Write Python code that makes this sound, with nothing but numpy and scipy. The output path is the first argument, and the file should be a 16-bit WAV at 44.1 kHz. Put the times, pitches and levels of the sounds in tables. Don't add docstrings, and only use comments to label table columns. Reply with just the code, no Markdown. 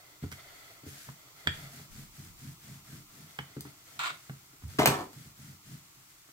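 import sys
import numpy as np
from scipy import signal
from scipy.fft import rfft, irfft, next_fast_len
from scipy.io import wavfile
from scipy.ndimage import map_coordinates

SR = 44100
rng = np.random.default_rng(int(sys.argv[2]) if len(sys.argv) > 2 else 0)


def ratio_of_db(decibels):
    return 10 ** (np.asarray(decibels, float) / 20)


def wrap_up_sound(samples):
    columns = np.atleast_2d(samples).T
    tamed = np.clip(columns, -1, 1)
    steps = np.round(tamed * 32767).astype(np.int16)
    wavfile.write(sys.argv[1], SR, steps)


N = 278712
TIME = np.arange(N) / SR


def unit(x):
    return x / np.sqrt(np.mean(x ** 2) + 1e-20)


def along(points, hz):
    f, v = np.transpose(points)
    return np.interp(np.log(hz + 1), np.log(f + 1), v)


def level_curve(points):
    s, db = np.transpose(points)
    return ratio_of_db(np.interp(TIME, s, db, -120, -120))


def filtered(x, response):
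    m = next_fast_len(x.shape[-1] + SR // 2)
    spectrum = rfft(x, m) * response(np.fft.rfftfreq(m, 1 / SR))
    return irfft(spectrum, m)[..., :x.shape[-1]]


def coloured(x, colour):
    return filtered(x, lambda f: ratio_of_db(along(colour, f)))


def body(modes):
    def response(f):
        total = 0
        for k, (centre, width, db) in enumerate(modes):
            total = total + (-1) ** k * ratio_of_db(db) * 1j * f * width / (centre ** 2 - f * f + 1j * f * width)
        return total
    return response


def band(lo_hz, hi_hz):
    return lambda f: (1j * f / (lo_hz + 1j * f)) ** 2 / (1 + 1j * f / hi_hz) ** 2


def noise_burst(t, t60):
    return ratio_of_db(-60 * t / t60) * rng.standard_normal(len(t))


def grit(lump_ms, depth_db):
    place = TIME / lump_ms * 1e3
    lumps = map_coordinates(rng.standard_normal(int(N / SR / lump_ms * 1e3) + 4), [place])
    return ratio_of_db(depth_db * lumps) * rng.standard_normal(N)


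def spread(make, alike):
    def shares(hz):
        turn = np.arccos(np.clip(along(alike, hz), -1, 1)) / 2
        return np.array([np.cos(turn), np.sin(turn)])
    mid, side = filtered(np.array([make(), make()]), shares)
    return unit(np.array([mid + side, mid - side]))


def add(track, s, sound):
    start = round(s * SR)
    track[..., start:][..., :sound.shape[-1]] += sound[..., :track.shape[-1] - start]


def summed(shape, db, step=16):
    t = np.arange(0, N, step) / SR
    return np.interp(TIME, t, np.sqrt(ratio_of_db(2 * db) @ shape(t) ** 2))


def swells(rows, db, power):
    def shape(t):
        progress = np.clip((t - rows[:, :1]) / rows[:, 1:2], 0, 1)
        return np.abs(np.sin(np.pi * progress ** 0.9)) ** power
    return summed(shape, db)


def brushes(rows, db):
    start, end = rows[:, :1], rows[:, :1] + rows[:, 1:2]
    rise_s, fall_s = 0.025, 0.14
    return summed(lambda t: np.clip(np.minimum((t - start) / rise_s, (end - t) / fall_s + .5), 0, 1), db)


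def fades(s, db, db_per_s, rise_s):
    def shape(t):
        age = np.maximum(t - s[:, None], 0)
        return ratio_of_db(-db_per_s[:, None] * age) * (1 - np.exp(-age / rise_s))
    return summed(shape, db)


# (start [s], length [s], pressure [dB], flour [dB], wood sliding [dB])
PASSES = [(0.776, 0.27, -55, -67, -62.5), (1.062, 0.091, -50.5, -72, -60.5),
          (1.497, 0.22, -50, -55.5, -50.5), (1.663, 0.22, -48.5, -56.5, -56), (1.887, 0.21, -47, -57, -62),
          (2.112, 0.23, -48.5, -58.5, -63.5), (2.356, 0.22, -45.5, -58, -63.5),
          (2.584, 0.25, -49, -58.5, -63), (2.83, 0.22, -45.5, -58, -61), (3.074, .26, -51.5, -61, -61.5),
          (3.628, .14, -63, -62.5, -61.5), (3.906, 0.13, -58, -63, -64), (4.051, 0.12, -58.5, -62, -51),
          (5.089, 0.26, -51.5, -59.5, -62.5), (5.34, 0.26, -49.5, -59, -65), (5.622, 0.21, -47, -59, -64.5),
          (5.93, 0.28, -71, -69, -82)]
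# (frequency [Hz], level [dB])
ROLLING_PUSH = [(50, -17), (85, -0.5), (135, 2.5), (165, 2.5), (205, 3), (300, -3.5), (400, -10),
                (600, -28)]
# (frequency [Hz], width [Hz], level [dB])
COUNTER = [(88.3, 11.4, -5), (134.9, 13.6, 2), (162, 16.8, -7), (201.9, 14.6, -4.5), (294.8, 25, -6.5),
           (325, 30.6, -9.5), (362.3, 33, -17), (398, 28.7, -14), (485, 36.6, -18.5)]


def pressing():
    passes = np.array(PASSES)
    press = swells(passes, passes[:, 2], power=2.35)
    lumps = coloured(grit(lump_ms=10, depth_db=2.1), ROLLING_PUSH)
    steady = filtered(lumps, body(COUNTER))
    return ratio_of_db(-1.0) * filtered(press * lumps, body(COUNTER)) / np.std(steady)


# (start [s], length [s], flour [dB], wood sliding [dB])
RUBS = [(-.05, 0.24, -68, -59.5), (0.211, 0.066, -59, -53), (0.303, 0.039, -52.5, -51),
        (0.356, 0.43, -63, -55), (0.849, 0.27, -55.5, -64), (1.14, 0.32, -72, -61.5),
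        (1.356, 0.15, -64.5, -57), (3.275, 0.16, -62.5, -61), (3.413, 0.23, -69, -60),
        (3.74, 0.13, -66, -68), (3.843, 0.16, -62, -60.5), (4.117, 0.24, -63, -65.5), (4.3, 0.45, -68, -72),
        (4.615, .03, -61, -68), (4.678, 0.39, -58, -61), (5.814, 0.28, -67, -75), (6.078, 0.35, -65.5, -72)]
# (frequency [Hz], level per Hz [dB])
FLOUR = [(880, -23), (1500, 6.5), (1790, 5.5), (2060, 4.5), (2660, 1.5), (2970, 2), (7540, 3.5),
         (15100, -6.5), (16000, -18)]
# (frequency [Hz], width [Hz], level [dB])
PIN = [(400, 43, -4), (673, 140, -1), (1350, 134, -0.5), (2052, 140, 2), (3400, 300, -6), (4460, 190, -4)]


def rubbing():
    passes, rubs = np.array(PASSES), np.array(RUBS)
    hiss = np.hypot(swells(passes, passes[:, 3], power=0.88), brushes(rubs, rubs[:, 2]))
    slide = np.hypot(swells(passes, passes[:, 4], power=0.59), brushes(rubs, rubs[:, 3]))
    flour = spread(lambda: coloured(grit(lump_ms=3, depth_db=1.65), FLOUR), [(1000, 0.056), (10000, 0.013)])
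    wood = spread(lambda: filtered(grit(lump_ms=20, depth_db=2.5), body(PIN)), [(500, 0.6), (3000, 0.083)])
    return ports(ratio_of_db(3.0) * hiss * flour + ratio_of_db(-1.0) * slide * wood, lag_ms=0.19)


# (time [s], middle tones [dB], deep tones [dB], upper tones [dB], slap [dB])
THUDS = [(0.225, -30.5, -44, -49, -62), (0.236, -44, -32, -29, -30.5), (0.318, -43, -41, -48, -34),
         (0.833, -47, -62, -44.5, -43), (0.864, -76, -39.5, -36, -63), (1.07, -50.5, -56, -55, -62),
         (1.086, -38.5, -65, -46, -28), (1.131, -71, -71, -58, -61), (1.457, -44, -49, -49, -50),
         (1.469, -31.5, -29.5, -31, -32), (3.388, -36, -47, -40.5, -20.5), (3.566, -33, -49, -29.5, -33),
         (3.651, -44.5, -57, -39, -31), (3.661, -54, -62, -44.5, -42), (4.295, -33, -65, -40.5, -25.5),
         (4.334, -51, -55, -54, -57), (4.533, -60, -79, -51.5, -45), (4.636, -42, -30.5, -59, -41),
         (4.664, -56, -31.5, -60, -52), (4.789, -22.5, -32, -16.5, -8.5), (4.873, -21, -35, -19.5, -3.5),
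         (4.62, -54, -73, -55, -40), (6.287, -60, -80, -56, -42), (5.045, -61, -70, -52, -63),
         (4.711, -48, -65, -58, -60), (4.745, -43, -65, -48, -58), (0.88, -61, -60, -47, -65),
         (5.97, -54, -66, -73, -70)]
# (time [s], peak [dB], upper tones [dB])
BUMPS = [(1.991, -45, -10), (2.18, -43, -14), (2.449, -40, -20), (2.695, -39, -13), (2.949, -42.5, -6),
         (3.6, -40, -16), (5.259, -42.5, -9), (5.39, -43.5, -8), (5.523, -45, -6), (5.703, -45, -19)]


def thuds():
    out, t = np.zeros(N), np.arange(SR // 2) / SR
    bumps = [(s, db - 2.5, db - 9, db - 2.5 + upper_db, db - 13) for s, db, upper_db in BUMPS]
    push = 1 - np.exp(-t / .004)
    for s, db, deep_db, upper_db, slap_db in THUDS + bumps:
        weight = [(70, deep_db + 0.5), (100, deep_db + 9.0), (125, db), (210, db - 6.5),
                  (270, upper_db), (340, upper_db + 4.0), (520, upper_db)]
        ring = np.zeros(len(t))
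        for hz, width, level in COUNTER:
            detuned = hz * (1 + 0.02 * rng.normal())
            fade = ratio_of_db(along(weight, hz) + level - 29.0 * width * t)
            ring += fade * np.sin(2 * np.pi * detuned * t)
        slap = filtered(noise_burst(t, 0.027), lambda f: band(600, 2400)(f) ** 2)
        slap *= 1 - np.exp(-t / 0.0022)
        add(out, s, ratio_of_db(4.0) * ring * push + ratio_of_db(slap_db + 11.0) * slap)
    return filtered(out, lambda f: band(50, 9000)(f) ** 2)


# (time [s], left over right [dB])
KNOCK_AT = [(0.3165, -6), (0.3245, -6), (1.472, -4), (3.388, -4), (1.539, -4)]
# (peak [dB], crack [dB])
KNOCKS = [(-39, -16), (-42.5, -6.5), (-21, -26.5), (-33, -26), (-44, -30)]
# (frequency [Hz], level [dB], time to fall 60 dB [s])
KNOCK_MODES = [
    [(1498, -4, 0.04), (2020, -2, 0.023), (3200, -15, .03), (4500, -15, .03), (5500, -15, .02)],
    [(1490, 2, 0.03), (2210, 8, 0.02), (3250, -6, 0.048), (5370, -8, .02)],
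    [(1254, 0.5, 0.025), (1670, 10, 0.013), (1795, 4.5, 0.015), (2360, -1, 0.027), (2686, -7, 0.025),
     (3220, -4, 0.033), (3336, 4.5, 0.033), (3490, -5, 0.03), (4620, -7.5, 0.022), (7560, -11, .02)],
    [(1150, 2, 0.018), (1625, 8, 0.015), (2140, 8, 0.016), (2570, 0, 0.014), (3034, 2, 0.038),
     (3240, -1, 0.027), (4500, -10, .012)],
    [(1300, -4, .03), (2360, -6, .02), (3400, 4, 0.034)],
]


def knocks():
    out, t = np.zeros((2, N)), np.arange(SR // 4) / SR
    rise = 1 - np.exp(-t / .0006)
    for (s, pan_db), (db, crack_db), modes in zip(KNOCK_AT, KNOCKS, KNOCK_MODES):
        ring = sum(ratio_of_db(level - 60 * t / t60) * np.sin(2 * np.pi * hz * t) for hz, level, t60 in modes)
        clack = ratio_of_db(11.5) * filtered(noise_burst(t, 0.013), band(840, 2400))
        crack = ratio_of_db(crack_db + 20.5) * filtered(noise_burst(t, 0.013), band(4200, 12000))
        chatter = filtered(rng.standard_normal(len(t)), band(560, 2350))
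        chatter *= ratio_of_db(-2.5 - 60 * t / 0.074)
        wide_modes = [(hz, 260, level) for hz, level, _ in modes]
        buzz = unit(filtered(rng.standard_normal(len(t)), body(wide_modes)))
        buzz *= ratio_of_db(-8.5 - 60 * t / 0.063)
        pan = ratio_of_db(db - 0.5 + pan_db * np.array([[.5], [-.5]]))
        add(out, s, pan * (ring + clack + crack + chatter + buzz) * rise)
    return out


# (time [s], level [dB])
SCRAPE = [(3.9912, -79), (3.992, -33), (4.003, -33), (4.02, -34.5), (4.033, -38), (4.037, -31.5),
          (4.048, -32.5), (4.058, -32), (4.078, -32.5), (4.09, -41), (4.104, -35), (4.116, -50),
          (4.128, -71), (4.148, -54), (4.16, -70)]
# (frequency [Hz], level per Hz [dB])
SCRAPE_COLOUR = [(180, -65), (300, -21), (470, -26), (555, -29), (678, -10.5), (814, -12.5), (1410, -0.5),
                 (1660, -10.5), (3760, -10), (5900, -25.5), (7690, -17.5), (9390, -33.5), (16000, -40)]
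# (frequency [Hz], width [Hz], level [dB])
SCRAPE_RING = [(1050, 43, 1), (1298, 16, 3), (1430, 23, 8), (2140, 22, 4), (2226, 54, 2), (2715, 43, 5.5),
               (3330, 100, -12), (3740, 120, 4), (4310, 43, -15), (7700, 190, -29), (8200, 170, -16)]
# (time [s], peak [dB])
CATCHES = [
    (3.992, -31.5),
    (4.0162, -44),
    (4.0368, -37),
    (4.057, -43),
    (4.0755, -40),
]


def scrape():
    def edge():
        drive = grit(lump_ms=1.2, depth_db=2)
        return unit(coloured(drive, SCRAPE_COLOUR)) + 0.72 * unit(filtered(drive, body(SCRAPE_RING)))
    out = ratio_of_db(0.5) * level_curve(SCRAPE) * spread(edge, [(1500, 0.45), (5000, 0.2)])
    t = np.arange(SR // 20) / SR
    for s, db in CATCHES:
        snag = filtered(rng.standard_normal(len(t)), band(900, 7800))
        add(out, s, ratio_of_db(db + 5.0 - 60 * t / 0.01) * snag)
    return out


# (time [s], rattle [dB], grind [dB], sizzle [dB], fade [dB/s])
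SHOVES = [
    (4.7856, -24, -39.5, -68, 80),
    (4.857, -28, -42, -44, 69.5),
]
# (frequency [Hz], width [Hz], level [dB])
RATTLE = [(269, 68, 1), (328, 42, 3.5), (408, 32, 3.5), (488, 25, 4.5), (624, 25, 3), (717, 26, 8),
          (824, 45, -1), (1043, 48, 2.5), (1180, 35, 4.5), (1516, 33, -6), (2050, 67, -7), (2280, 80, -15)]
# (frequency [Hz], width [Hz], level [dB])
SLAM = [(288, 33, 1.5), (416, 23, 4), (491, 26, -3), (755, 40, 6), (840, 65, 1), (930, 43, 3.5),
        (1016, 36, 5.5), (1130, 47, 3), (1297, 50, 2.5), (1634, 40, -7), (1740, 44, -5), (1910, 35, -7.5),
        (2200, 43, -8.5), (2330, 60, -10.5)]


def shoving():
    at, rattle_db, grind_db, sizzle_db, fade = np.transpose(SHOVES)
    drive = grit(lump_ms=1.5, depth_db=5)
    grind = fades(at, grind_db, 1.26 * fade, rise_s=0.0025) * unit(filtered(drive, band(1500, 3800)))
    sizzle = fades(at, sizzle_db, 9.5 * fade, rise_s=0.0025) * unit(filtered(drive, band(4000, 12000)))
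    shove = fades(at[:1], rattle_db[:1], fade[:1], rise_s=0.0023)
    slam = fades(at[1:], rattle_db[1:], fade[1:], rise_s=0.0023)
    shove = shove * ratio_of_db(-620 * np.maximum(TIME - at[1], 0))
    broad = 0.5 * unit(filtered(drive, band(133, 940)))
    buzz = shove * unit(unit(filtered(drive, body(RATTLE))) + broad)
    buzz += slam * unit(unit(filtered(drive, body(SLAM))) + broad)
    low = filtered(buzz, lambda f: 1 / (1 + (f / 900) ** 2))
    resting = np.maximum(TIME - 5.023, 0)
    low_rest, high_rest = ratio_of_db(-200 * resting), ratio_of_db(-570 * resting)
    return low_rest * low + high_rest * (buzz - low + grind) + sizzle


# (time [s], peak [dB], body [dB], ring [dB])
CLACKS = [(3.6079, -30, -33, -9.5), (4.6817, -45, -22, -6), (4.787, -32.5, 13, -13),
          (4.795, -30.5, 11, -12), (4.803, -41, 16, -4), (4.811, -42, 17, -2), (4.82, -35.5, 15, -15),
          (4.832, -44, 18, -4), (4.8579, -10.5, 4, -7.5), (4.8605, -16, 1.5, -7), (4.866, -31, 12, -14),
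          (4.874, -22, -6, 2.5), (4.879, -28, 9.5, -10), (4.885, -34, 8, -8), (4.9, -34, 13, -8),
          (4.92, -40, 8, -9), (4.941, -43, 14, -9), (5.1316, -46, -2, -6)]
# (frequency [Hz], level [dB], time to fall 60 dB [s])
STEEL = [(4960, 1, .012), (6480, -2, 0.0066), (7600, -4, 0.011), (8440, 2, 0.013), (9370, -8, .006),
         (11500, 4, 0.0077), (13200, -18, 0.0049), (15300, -3, .006)]


def clacks():
    out, t = np.zeros(N), np.arange(SR // 8) / SR
    for s, db, body_db, ring_db in CLACKS:
        ring = np.zeros(len(t))
        for hz, level, t60 in STEEL:
            detuned = hz * (1 + 0.04 * rng.normal())
            ring += ratio_of_db(level + rng.normal(0, 2) - 60 * t / t60) * np.sin(2 * np.pi * detuned * t)
        crack = filtered(noise_burst(t, 0.014), band(2500, 19000))
        knock = filtered(noise_burst(t, 0.024), band(810, 2670))
        add(out, s, ratio_of_db(db - 3.5) * (ratio_of_db(ring_db) * ring + crack + ratio_of_db(body_db + 11.5) * knock))
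    return out


# (time [s], level [dB])
LEANS = [(.42, -77), (.95, -83), (1.46, -63), (1.88, -57), (2.28, -64), (2.83, -72), (4.57, -77),
         (4.8, -71), (5.24, -80), (5.62, -76)]


def cupboard():
    at, db = np.transpose(LEANS)
    shake = ratio_of_db(-87.5) + fades(at, db + 0.5, np.full(len(at), 60 / 0.97), rise_s=0.025)
    return ratio_of_db(7.0) * shake * spread(lambda: filtered(rng.standard_normal(N), band(25, 45)), [(30, 0.59)])


# (frequency [Hz], left over right [dB])
TILT = [(35, 3), (75, -1.5), (130, -2), (300, 5.5), (1400, -3), (3000, 1.5), (8000, -1), (14000, 16.5)]
# (frequency [Hz], share [0-1])
LEAD = [(300, 0), (1000, 1)]


def ports(x, lag_ms):
    def both(f):
        half = ratio_of_db(along(TILT, f) / 2) * np.exp(-1j * np.pi * f * along(LEAD, f) * lag_ms / 1e3)
        return np.array([half, 1 / half])
    return filtered(x, both)


# (frequency [Hz], time to fall 60 dB [s])
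KITCHEN = [(150, 0.32), (1000, 0.24), (4000, 0.27), (12000, 0.23)]
# (frequency [Hz], likeness [-1 to 1])
NEAR_ALIKE = [(40, .4), (90, 0.94), (150, 1), (250, 0.99), (600, 0.2), (1500, 0.034)]


def kitchen(x):
    noise = spread(lambda: rng.standard_normal(N), NEAR_ALIKE)[:, :SR * 3 // 4]
    hz, t, z = signal.stft(noise, SR, nperseg=256)
    tail = signal.istft(z * ratio_of_db(-60 * t / along(KITCHEN, hz)[:, None]), SR, nperseg=256)[1]
    late = np.pad(x, (150, 0))[None]
    return signal.fftconvolve(late, tail / np.linalg.norm(tail[0]), axes=1)[:, :N]


# (time [s], level [dB])
AIR_DRIFT = [(0, -0.5), (1.8, 1.5), (3.5, 0.5), (4.7, -0.5), (5.8, 0), (6.33, -3.5)]
# (frequency [Hz], level per Hz [dB])
AIR = [(12, -37), (20, -21), (134, 1.5), (222, -13.5), (301, -2.5), (542, -20.5), (678, -12.5),
       (1370, -5.5), (1530, -23.5), (2080, -10.5), (2910, -12.5), (7520, -10), (10800, -17.5),
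       (14700, -10.5), (16000, -14.5)]
# (frequency [Hz], likeness [-1 to 1])
AIR_ALIKE = [(60, 0.91), (240, 0.8), (950, 0.23), (3770, -0.35), (15000, 0.078)]


def room_tone():
    air = spread(lambda: coloured(rng.standard_normal(N), AIR), AIR_ALIKE)
    return ratio_of_db(-57.5) * level_curve(AIR_DRIFT) * air


def scene():
    low, pin, edge = pressing() + thuds(), knocks(), scrape()
    steel = shoving() + clacks()
    near = ports(low + pin + edge, lag_ms=0.22) + ports(steel, lag_ms=-0.14)
    wet = ratio_of_db(-8.0) * kitchen(low) + ratio_of_db(-7) * kitchen(edge[0])
    wet += ratio_of_db(-6.5) * kitchen(pin.mean(axis=0)) + ratio_of_db(-3.0) * kitchen(steel)
    return near + wet + rubbing() + cupboard() + room_tone()


def band_limit(x):
    return signal.sosfilt(signal.butter(12, 17160, fs=SR, output="sos"), x)


# (frequency [Hz], level [dB])
BAND_TOP = [(15750, 0), (16000, -14), (16500, -13), (17000, -52), (17300, -90)]


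def record(dry):
    limited = coloured(dry, BAND_TOP)
    return band_limit(limited)


dry = scene()
out = record(dry)
wrap_up_sound(out)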